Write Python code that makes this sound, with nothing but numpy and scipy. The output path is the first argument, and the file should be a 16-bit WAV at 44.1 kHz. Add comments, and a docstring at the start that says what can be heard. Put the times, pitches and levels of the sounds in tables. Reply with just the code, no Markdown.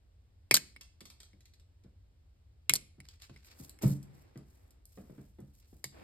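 """Flush cutters trim wire ends at a cable plug, close to the microphone, above a workbench in a small room.
Twice the jaws snap through a wire: a crack of noise over ringing steel modes. The offcut skitters away
in bright clicks, and jaws and plug tick in short gritty bursts between the cuts. The cutters are put down
with a thud of bench modes, then fingers turn the plug and rub along the cable, as swelling grainy noise.
A diffuse echo and a low rumble under faint hiss fill the room around the stereo microphone."""
import sys
import numpy as np
from scipy import signal
from scipy.fft import rfft, irfft, next_fast_len
from scipy.io import wavfile
from scipy.ndimage import uniform_filter1d

SR = 44100
rng = np.random.default_rng(int(sys.argv[2]) if len(sys.argv) > 2 else 0)


def bounce(signal):
    """Save signal as a 16-bit WAV file at the path given by the first command-line argument."""
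    frames = np.transpose(np.atleast_2d(signal))
    limited = np.clip(frames, -1, 1)
    pcm = np.round(limited * 32767).astype(np.int16)
    wavfile.write(sys.argv[1], SR, pcm)


N = 266099
AGE = np.arange(SR // 2) / SR  # seconds since a blow


def undb(db):
    """Decibels to gain."""
    return 10 ** (np.asarray(db) / 20)


def unit(x):
    """Scale to unit energy."""
    return x / np.sqrt(np.sum(x ** 2, axis=-1, keepdims=True))


def unit_energy_check(x):
    """Energy of a sound along time."""
    return np.sum(x ** 2, axis=-1, keepdims=True)


def add(track, s, sound):
    """Mix a sound in at time s."""
    start = int(s * SR)
    track[:, start:start + sound.shape[-1]] += sound[..., :N - start]


def convolve(x, response):
    """Pass a sound through an impulse response."""
    full = signal.fftconvolve(np.atleast_2d(x), np.atleast_2d(response), axes=-1)
    return full[:, :x.shape[-1]]


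def colour(x, points, tilt_db=0, size=8192):
    """Causal unit-energy filter shaped by (Hz, dB) points, tilted per octave."""
    hz, db = np.transpose(points)
    octave = np.log2(np.clip(np.fft.rfftfreq(size, 1 / SR), hz[0], hz[-1]))
    curve_db = np.interp(octave, np.log2(hz), db) + tilt_db * octave
    # folding the cepstrum forward gives minimum phase
    cepstrum = irfft(np.log(undb(curve_db)))
    cepstrum[1:size // 2] *= 2
    cepstrum[size // 2 + 1:] = 0
    response = irfft(np.exp(rfft(cepstrum)))
    return convolve(x, unit(response))


def fade(t60):
    """Exponential decay by 60 dB in t60 seconds."""
    return np.exp(-np.log(1000) * AGE / t60)


def ring(modes, spread_db=-0.22):
    """Damped modes of alternating sign; the point of impact shifts their strengths."""
    out = np.zeros(len(AGE))
    for k, (hz, db, t60) in enumerate(modes):
        strength = undb(db + spread_db * rng.standard_normal())
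        out += (-1) ** k * strength * fade(t60) * np.sin(2 * np.pi * hz * AGE)
    return out


def contact(t60, grain_db):
    """A dying crowd of tiny fractures and slips, of widely spread sizes."""
    size, spread = rng.standard_normal((2, len(AGE)))
    return unit(size * undb(grain_db * spread) * fade(t60))


def walk(rate):
    """Smoothed chance, with this many new values per second."""
    k = int(SR / rate)
    steps = np.repeat(rng.standard_normal(N // k + 1), k)
    return uniform_filter1d(steps, k)[:N]


def scatter(sound, db, t60):
    """Hands and bench throw a short spray of echoes to each port."""
    spray = unit(rng.standard_normal((2, len(AGE))) * fade(t60))
    return (sound + undb(db) * convolve(sound, spray)) / np.hypot(1, undb(db))


# The cutters at the microphone snap shut, spring open or get knocked.
# Each row: start in seconds, level in dB, crack in dB relative to the ringing steel.
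SNAPS = [(0.5112, 5.5, -1), (0.763, -24.5, -23.5), (1.011, -31.5, -20), (1.3324, -41, -30),
         (2.6955, 1.5, 3.5), (3.003, -27.5, -2.5), (3.362, -30, -22.5), (3.789, -37.5, 4),
         (5.842, -21.5, 12.5)]
# Ringing modes of the cutters. Each row: frequency in Hz, level in dB, t60 in seconds when the jaws ring fully.
JAW_MODES = [(360, -22.5, .05), (1230, -20, 0.0098), (1760, -4.5, 0.002), (2190, -1.5, 0.039),
             (2400, -2, 0.018), (2560, -0.5, 0.012), (3970, -16, 0.038), (4660, -13, 0.0091),
             (5160, -15.5, 0.063), (8400, -14, .014), (8800, -24.5, .03), (9300, -17, 0.019),
             (12150, -22, 0.015)]
# Spectrum of the parting wire. Each row: frequency in Hz, relative level in dB.
CRACK = [(150, -18), (350, -1), (650, -7.5), (1000, -7), (1500, -3), (2600, 2.5), (3500, -5), (5000, 1.5),
         (9000, -1), (11000, -5.5), (15500, -8)]
# jaws that barely touch ring for this share of their full time; from this level (dB) up they ring fully
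LOOSE_T60_SHARE, TIGHT_DB = .3, -2


def jaws():
    """The wire parts with a crack; the jaws slam together and ring, more briefly after a light touch."""
    out = np.zeros((2, N))
    for s, db, crack_db in SNAPS:
        share = np.interp(undb(db), [0, undb(TIGHT_DB)], [LOOSE_T60_SHARE, 1])
        steel = unit(ring([(hz, mode_db, t60 * share) for hz, mode_db, t60 in JAW_MODES]))
        crack = colour(contact(.005, grain_db=5), CRACK)
        snap = scatter(steel + undb(crack_db) * crack, db=-2.5, t60=0.055)
        add(out, s, undb(db) * snap)
    return out


# Offcuts fly off and strike things. Each row: start in seconds, level in dB, ring frequency in Hz,
# ring in dB relative to the click, contact t60 in seconds.
OFFCUTS = [(0.5438, 5.5, 4500, -0.5, .006), (0.5414, 3, 13000, -0.5, 0.0028),
           (0.5444, -2, 8400, -0.5, 0.0088), (0.551, -6.5, 7200, 1.5, 0.0091), (0.554, -4, 4800, 4, .01),
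           (0.559, -7.5, 8800, 1, 0.0044), (0.5671, 1, 4305, -10, .002), (0.5718, -2.5, 1600, -7.5, .002),
           (2.737, -1, 10200, 5, 0.0051), (2.7546, -8.5, 4310, -3.5, .004),
           (2.7565, -16.5, 4460, 6.5, 0.012), (2.7608, -6, 4300, -26, 0.0034)]
# Spectrum of a wire end clicking on something. Each row: frequency in Hz, relative level in dB.
WIRE = [(200, -14.5), (1000, -12), (2500, -10), (4200, 1), (6000, 1), (8500, 0.5), (13000, -3.5),
        (15500, -17.5)]


def offcuts(cycles=24):
    """A bright click with a ring of whatever is hit, dying by 60 dB in a set number of cycles."""
    out = np.zeros((2, N))
    for s, db, hz, ring_db, t60 in OFFCUTS:
        click = colour(contact(t60, grain_db=5.0), WIRE)
        tone = unit(ring([(hz, 0, cycles / hz), (hz * 1.9, -5, cycles / hz)]))
        strike = scatter(click + undb(ring_db) * tone, db=-4.5, t60=0.052)
        add(out, s, undb(db) * strike)
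    return out


# Spectrum of touches at the plug. Each row: frequency in Hz, relative level in dB.
PLUG = [(300, -5.5), (1200, -5), (2200, 1.5), (4500, 8.5), (8500, 3.5), (13000, -1), (15500, -14.5)]
# Blades, wire ends and plug touch. Each row: start in seconds, level in dB, tilt in dB per octave,
# contact t60 in seconds.
TICKS = [(1.0065, -24, -1.5, 0.043), (1.8374, -45.5, -2.5, 0.039), (3.0876, -26.5, -0.5, 0.0093),
         (3.22, -25.5, -1, 0.029), (3.296, -27, -8.5, 0.032), (3.6951, -22.5, 7.5, 0.01),
         (3.8223, -20.5, 6.5, 0.028), (3.8765, -18.5, 23, 0.051), (4.028, -31.5, 8.5, 0.036),
         (4.3754, -34, 6, 0.0098), (4.7064, -38, 6.5, 0.037), (4.855, -28.5, 12.5, 0.0077),
         (5.403, -40, 11.5, 0.011), (5.8432, -14.5, 3.5, 0.0087)]


def ticks(table, scatter_db):
    """Short gritty contacts, each with its own tilt and decay."""
    out = np.zeros((2, N))
    for s, db, tilt_db, t60 in table:
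        touch = colour(contact(t60, grain_db=6), PLUG, tilt_db)
        add(out, s, undb(db) * scatter(touch, scatter_db, t60=0.11))
    return out


# An offcut bounces further away. Each row: start in seconds, level in dB.
BOUNCES = [(0.81, -22.5), (1.054, -25), (1.1005, -25.5), (1.2023, -25), (1.2312, -29.5), (1.4066, -38.5),
           (1.4553, -33.5), (1.5366, -38.5), (1.5966, -41)]
BOUNCE_TILT_DB, BOUNCE_T60_S = -1, 0.036  # per octave; decay of each contact


def bounces():
    """Every bounce of an offcut is the same kind of gritty contact at its own strength."""
    return ticks([(s, db, BOUNCE_TILT_DB, BOUNCE_T60_S) for s, db in BOUNCES], scatter_db=-0.5)


# Knocks of cutters, hands and cable on the bench. Each row: start in seconds, level in dB,
# relative clack level in dB.
KNOCKS = [(0.566, -58.5, 6), (1.015, -61, 11), (1.335, -59.5, 1.5), (1.846, -52.5, -1.5),
          (2.737, -52.5, 6.5), (2.981, -50.5, -4.5), (3.296, -48.5, -3.5), (3.597, -44.5, 1),
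          (3.834, -30, 5), (3.843, -14.5, -18.5), (3.899, -24.5, -22), (4.357, -39.5, 0), (4.974, -46.5, 8),
          (5.097, -49, 2.5), (5.18, -43.5, -0.5), (5.386, -48.5, 4), (5.412, -41, -13), (5.728, -55, 1.5),
          (5.845, -45, -8.5)]
# Modes of the bench top. Each row: frequency in Hz, level in dB, t60 in seconds.
BENCH_MODES = [(120.8, -2.5, 0.12), (139.4, -1, 0.27), (180.4, -7.5, 0.22), (203, -8, 0.34),
               (290, -14, 0.4), (333.6, -11.5, 0.2), (467, -21.5, .13), (615.6, -33, .12), (44, -22.5, .5),
               (91.7, -21.5, .3)]
# Spectrum of things tapping and rattling on the bench. Each row: frequency in Hz, relative level in dB.
CLACK = [(90, -18.5), (200, 6), (350, 2), (600, -9.5), (900, -18.5), (2200, -27), (10000, -50)]
PUSH_S = .0031  # how long a knock presses on the bench top
JOLT_DB, JOLT_CLACK_DB = -40.5, -1  # jolt through the hand, relative to its snap; its relative clack
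TAP_DB, TAP_T60_S = -4, 0.055  # the first contact of a knock, relative to the rattle with it


def bench():
    """Each knock, and the jolt of each snap, rings the bench top; things lying on it tap and rattle."""
    out = np.zeros((2, N))
    push = np.sin(np.pi * np.minimum(AGE / PUSH_S, 1))
    jolts = [(s, db + JOLT_DB, JOLT_CLACK_DB) for s, db, _ in SNAPS]
    for s, db, clack_db in KNOCKS + jolts:
        wood = convolve(ring(BENCH_MODES), push / push.sum())
        tap = undb(TAP_DB) * contact(TAP_T60_S, grain_db=2)
        rattle = contact(0.32, grain_db=4)
        clack = 12 * colour(tap + rattle, CLACK)
        add(out, s, undb(db) * (wood + undb(clack_db) * scatter(clack, db=-5.5, t60=.04)))
    return out


STROKE_POWER = 0.61  # a stroke speeds up and slows down in a half sine; loudness follows this power of the speed


def rub(strokes, spectrum, db, grain_db, flutter_db):
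    """Tiny catches and slips that swell with each stroke and flutter with finger pressure."""
    t = np.arange(N) / SR
    effort = np.zeros(N)
    for s, length, stroke_db in strokes:
        speed = np.sin(np.pi * np.clip((t - s) / length, 0, 1))
        effort += undb(stroke_db) * speed ** STROKE_POWER
    grains = rng.standard_normal((2, N)) * undb(grain_db * rng.standard_normal(N))
    flutter = flutter_db * (walk(5.2) + walk(190))
    return colour(grains / grains.std() * effort * undb(db + flutter), spectrum)


# Skin slides on plastic. Each row is a stroke: start in seconds, length in seconds, relative level in dB.
SLIDES = [(3.44, 0.039, -61.5), (3.53, .2, -65.5), (3.575, .09, -58), (3.815, 0.061, -46),
          (3.868, 0.076, -49), (3.94, 0.04, -66), (4.12, 0.14, -74), (4.42, 0.37, -77), (4.88, 0.15, -69.5),
          (4.98, 0.39, -74), (5.34, 0.23, -79.5), (5.53, 0.1, -73), (5.65, 0.22, -74)]
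# Spectrum of sliding skin. Each row: frequency in Hz, relative level in dB.
SKIN = [(1000, -15), (2300, -10), (3200, -11), (5000, -2), (12500, 0), (15500, -1)]


def slides():
    """Skin catches and slips on plastic, brightly."""
    return rub(SLIDES, SKIN, db=4, grain_db=4.0, flutter_db=3.5)


# The cable drags through the hand. Each row is a pull: start in seconds, length in seconds,
# relative level in dB.
DRAGS = [(3.43, 0.42, -69.5), (3.81, 0.054, -49), (3.88, 0.54, -69.5), (4.36, 0.5, -76.5),
         (4.975, 0.326, -73.5), (5.915, 0.43, -55)]
# Spectrum of the dragging cable. Each row: frequency in Hz, relative level in dB.
CABLE = [(120, -11), (300, 3), (550, -5), (1000, -11.5), (2300, -13.5), (3100, -21), (8000, -29.5)]


def drags():
    """The cable catches and slips in the hand, dully and with little flutter."""
    return rub(DRAGS, CABLE, db=2.5, grain_db=5.5, flutter_db=0.5)


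# Cut wire ends scrape in the plastic plug. Each row is a stroke: start in seconds, length in seconds,
# relative level in dB.
SCRAPES = [(3.02, 0.16, -67.5), (3.195, 0.088, -58), (3.27, 0.28, -72.5), (3.44, 0.13, -73),
           (4.05, .55, -78), (5.6, 0.078, -75)]
# Spectrum of that scraping. Each row: frequency in Hz, relative level in dB.
SCRAPE = [(600, -14), (1500, -3.5), (2400, 1), (3100, -5.5), (4500, 0.5), (8000, -6.5), (15000, -13)]


def scrapes():
    """Wire ends catch and slip on plastic, in coarse grains."""
    return rub(SCRAPES, SCRAPE, db=1, grain_db=6, flutter_db=4.0)


# Echo of the small room. Each row: frequency in Hz, relative level in dB, t60 in seconds.
ROOM = [(150, -19.5, 0.91), (500, -16.5, 0.31), (1531.5, -16, 0.39), (4000, -18, .42), (8000, -15, 0.33),
        (15000, -23, 0.12)]


def room(x, db):
    """Direct sound plus a diffuse echo that builds up quickly; each band has its own decay."""
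    bins = np.fft.rfftfreq(len(AGE), 1 / SR)
    centres = np.array(ROOM)[:, 0]
    noise = rfft(rng.standard_normal((2, len(AGE))))
    tail = np.zeros((2, len(AGE)))
    for (_, band_db, t60), share in zip(ROOM, np.eye(len(ROOM))):
        band = irfft(noise * np.interp(bins, centres, share))  # crossfades into its neighbours
        tail += undb(band_db) * unit(fade(t60)) * band
    return x + undb(db) * convolve(x, tail * (1 - np.exp(-AGE / .006)))


# Spectrum of the quiet room at the microphone. Each row: frequency in Hz, relative level in dB.
AIR = [(25, -22.5), (38, -12), (59, -1), (92, -3), (120, -16), (180, -26.5), (500, -34.5), (1000, -45),
       (2000, -46), (4500, -48), (16000, -58.5)]
AIR_DB = -61


def air():
    """Low rumble, alike at both ports, under a faint wide hiss."""
    mid, side = colour(rng.standard_normal((2, N)), AIR)
    side = signal.sosfilt(signal.butter(1, 400, "high", fs=SR, output="sos"), side)
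    return undb(AIR_DB) * np.array([mid + side, mid - side])


def scene():
    """Cuts, ticks and handling over the quiet room; each room level sets the echo alone."""
    cuts = room(jaws(), db=-1.5) + room(offcuts(), db=-4.5)
    small = room(ticks(TICKS, scatter_db=-2.5), db=9.5) + room(bounces(), db=12.5)
    hands = room(slides() + drags() + scrapes(), db=6.5)
    return cuts + small + hands + room(bench(), db=2) + air()


# The stereo microphone's two ports. Each row: frequency in Hz, lead of left over right in turns,
# width in dB.
PORTS = [(150, 0, -3), (450, -.12, 0), (750, -.2, 4), (1100, -.1, 3), (1500, -.05, -2), (2700, .35, 0),
         (3800, .14, 0), (5000, .24, 0), (6000, .5, -10), (8000, 1, -13), (14700, 2.5, -13)]
TOP_HZ = 16400


def record(dry):
    """The microphone pair shifts left against right by frequency, sets the width and cuts the top."""
    size = next_fast_len(N + SR)
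    hz, turns, width_db = np.transpose(PORTS)
    bins = np.fft.rfftfreq(size, 1 / SR)
    left, right = rfft(dry, size)
    mid = (left + right) / 2
    side = (left - right) / 2 * undb(np.interp(bins, hz, width_db))
    lead = np.exp(1j * np.pi * np.interp(bins, hz, turns))  # half the turn on each side
    pair = irfft(np.array([(mid + side) * lead, (mid - side) / lead]), size)[:, :N]
    return signal.sosfilt(signal.ellip(8, .2, 70, TOP_HZ, fs=SR, output="sos"), pair)


dry = scene()
out = record(dry)
bounce(out)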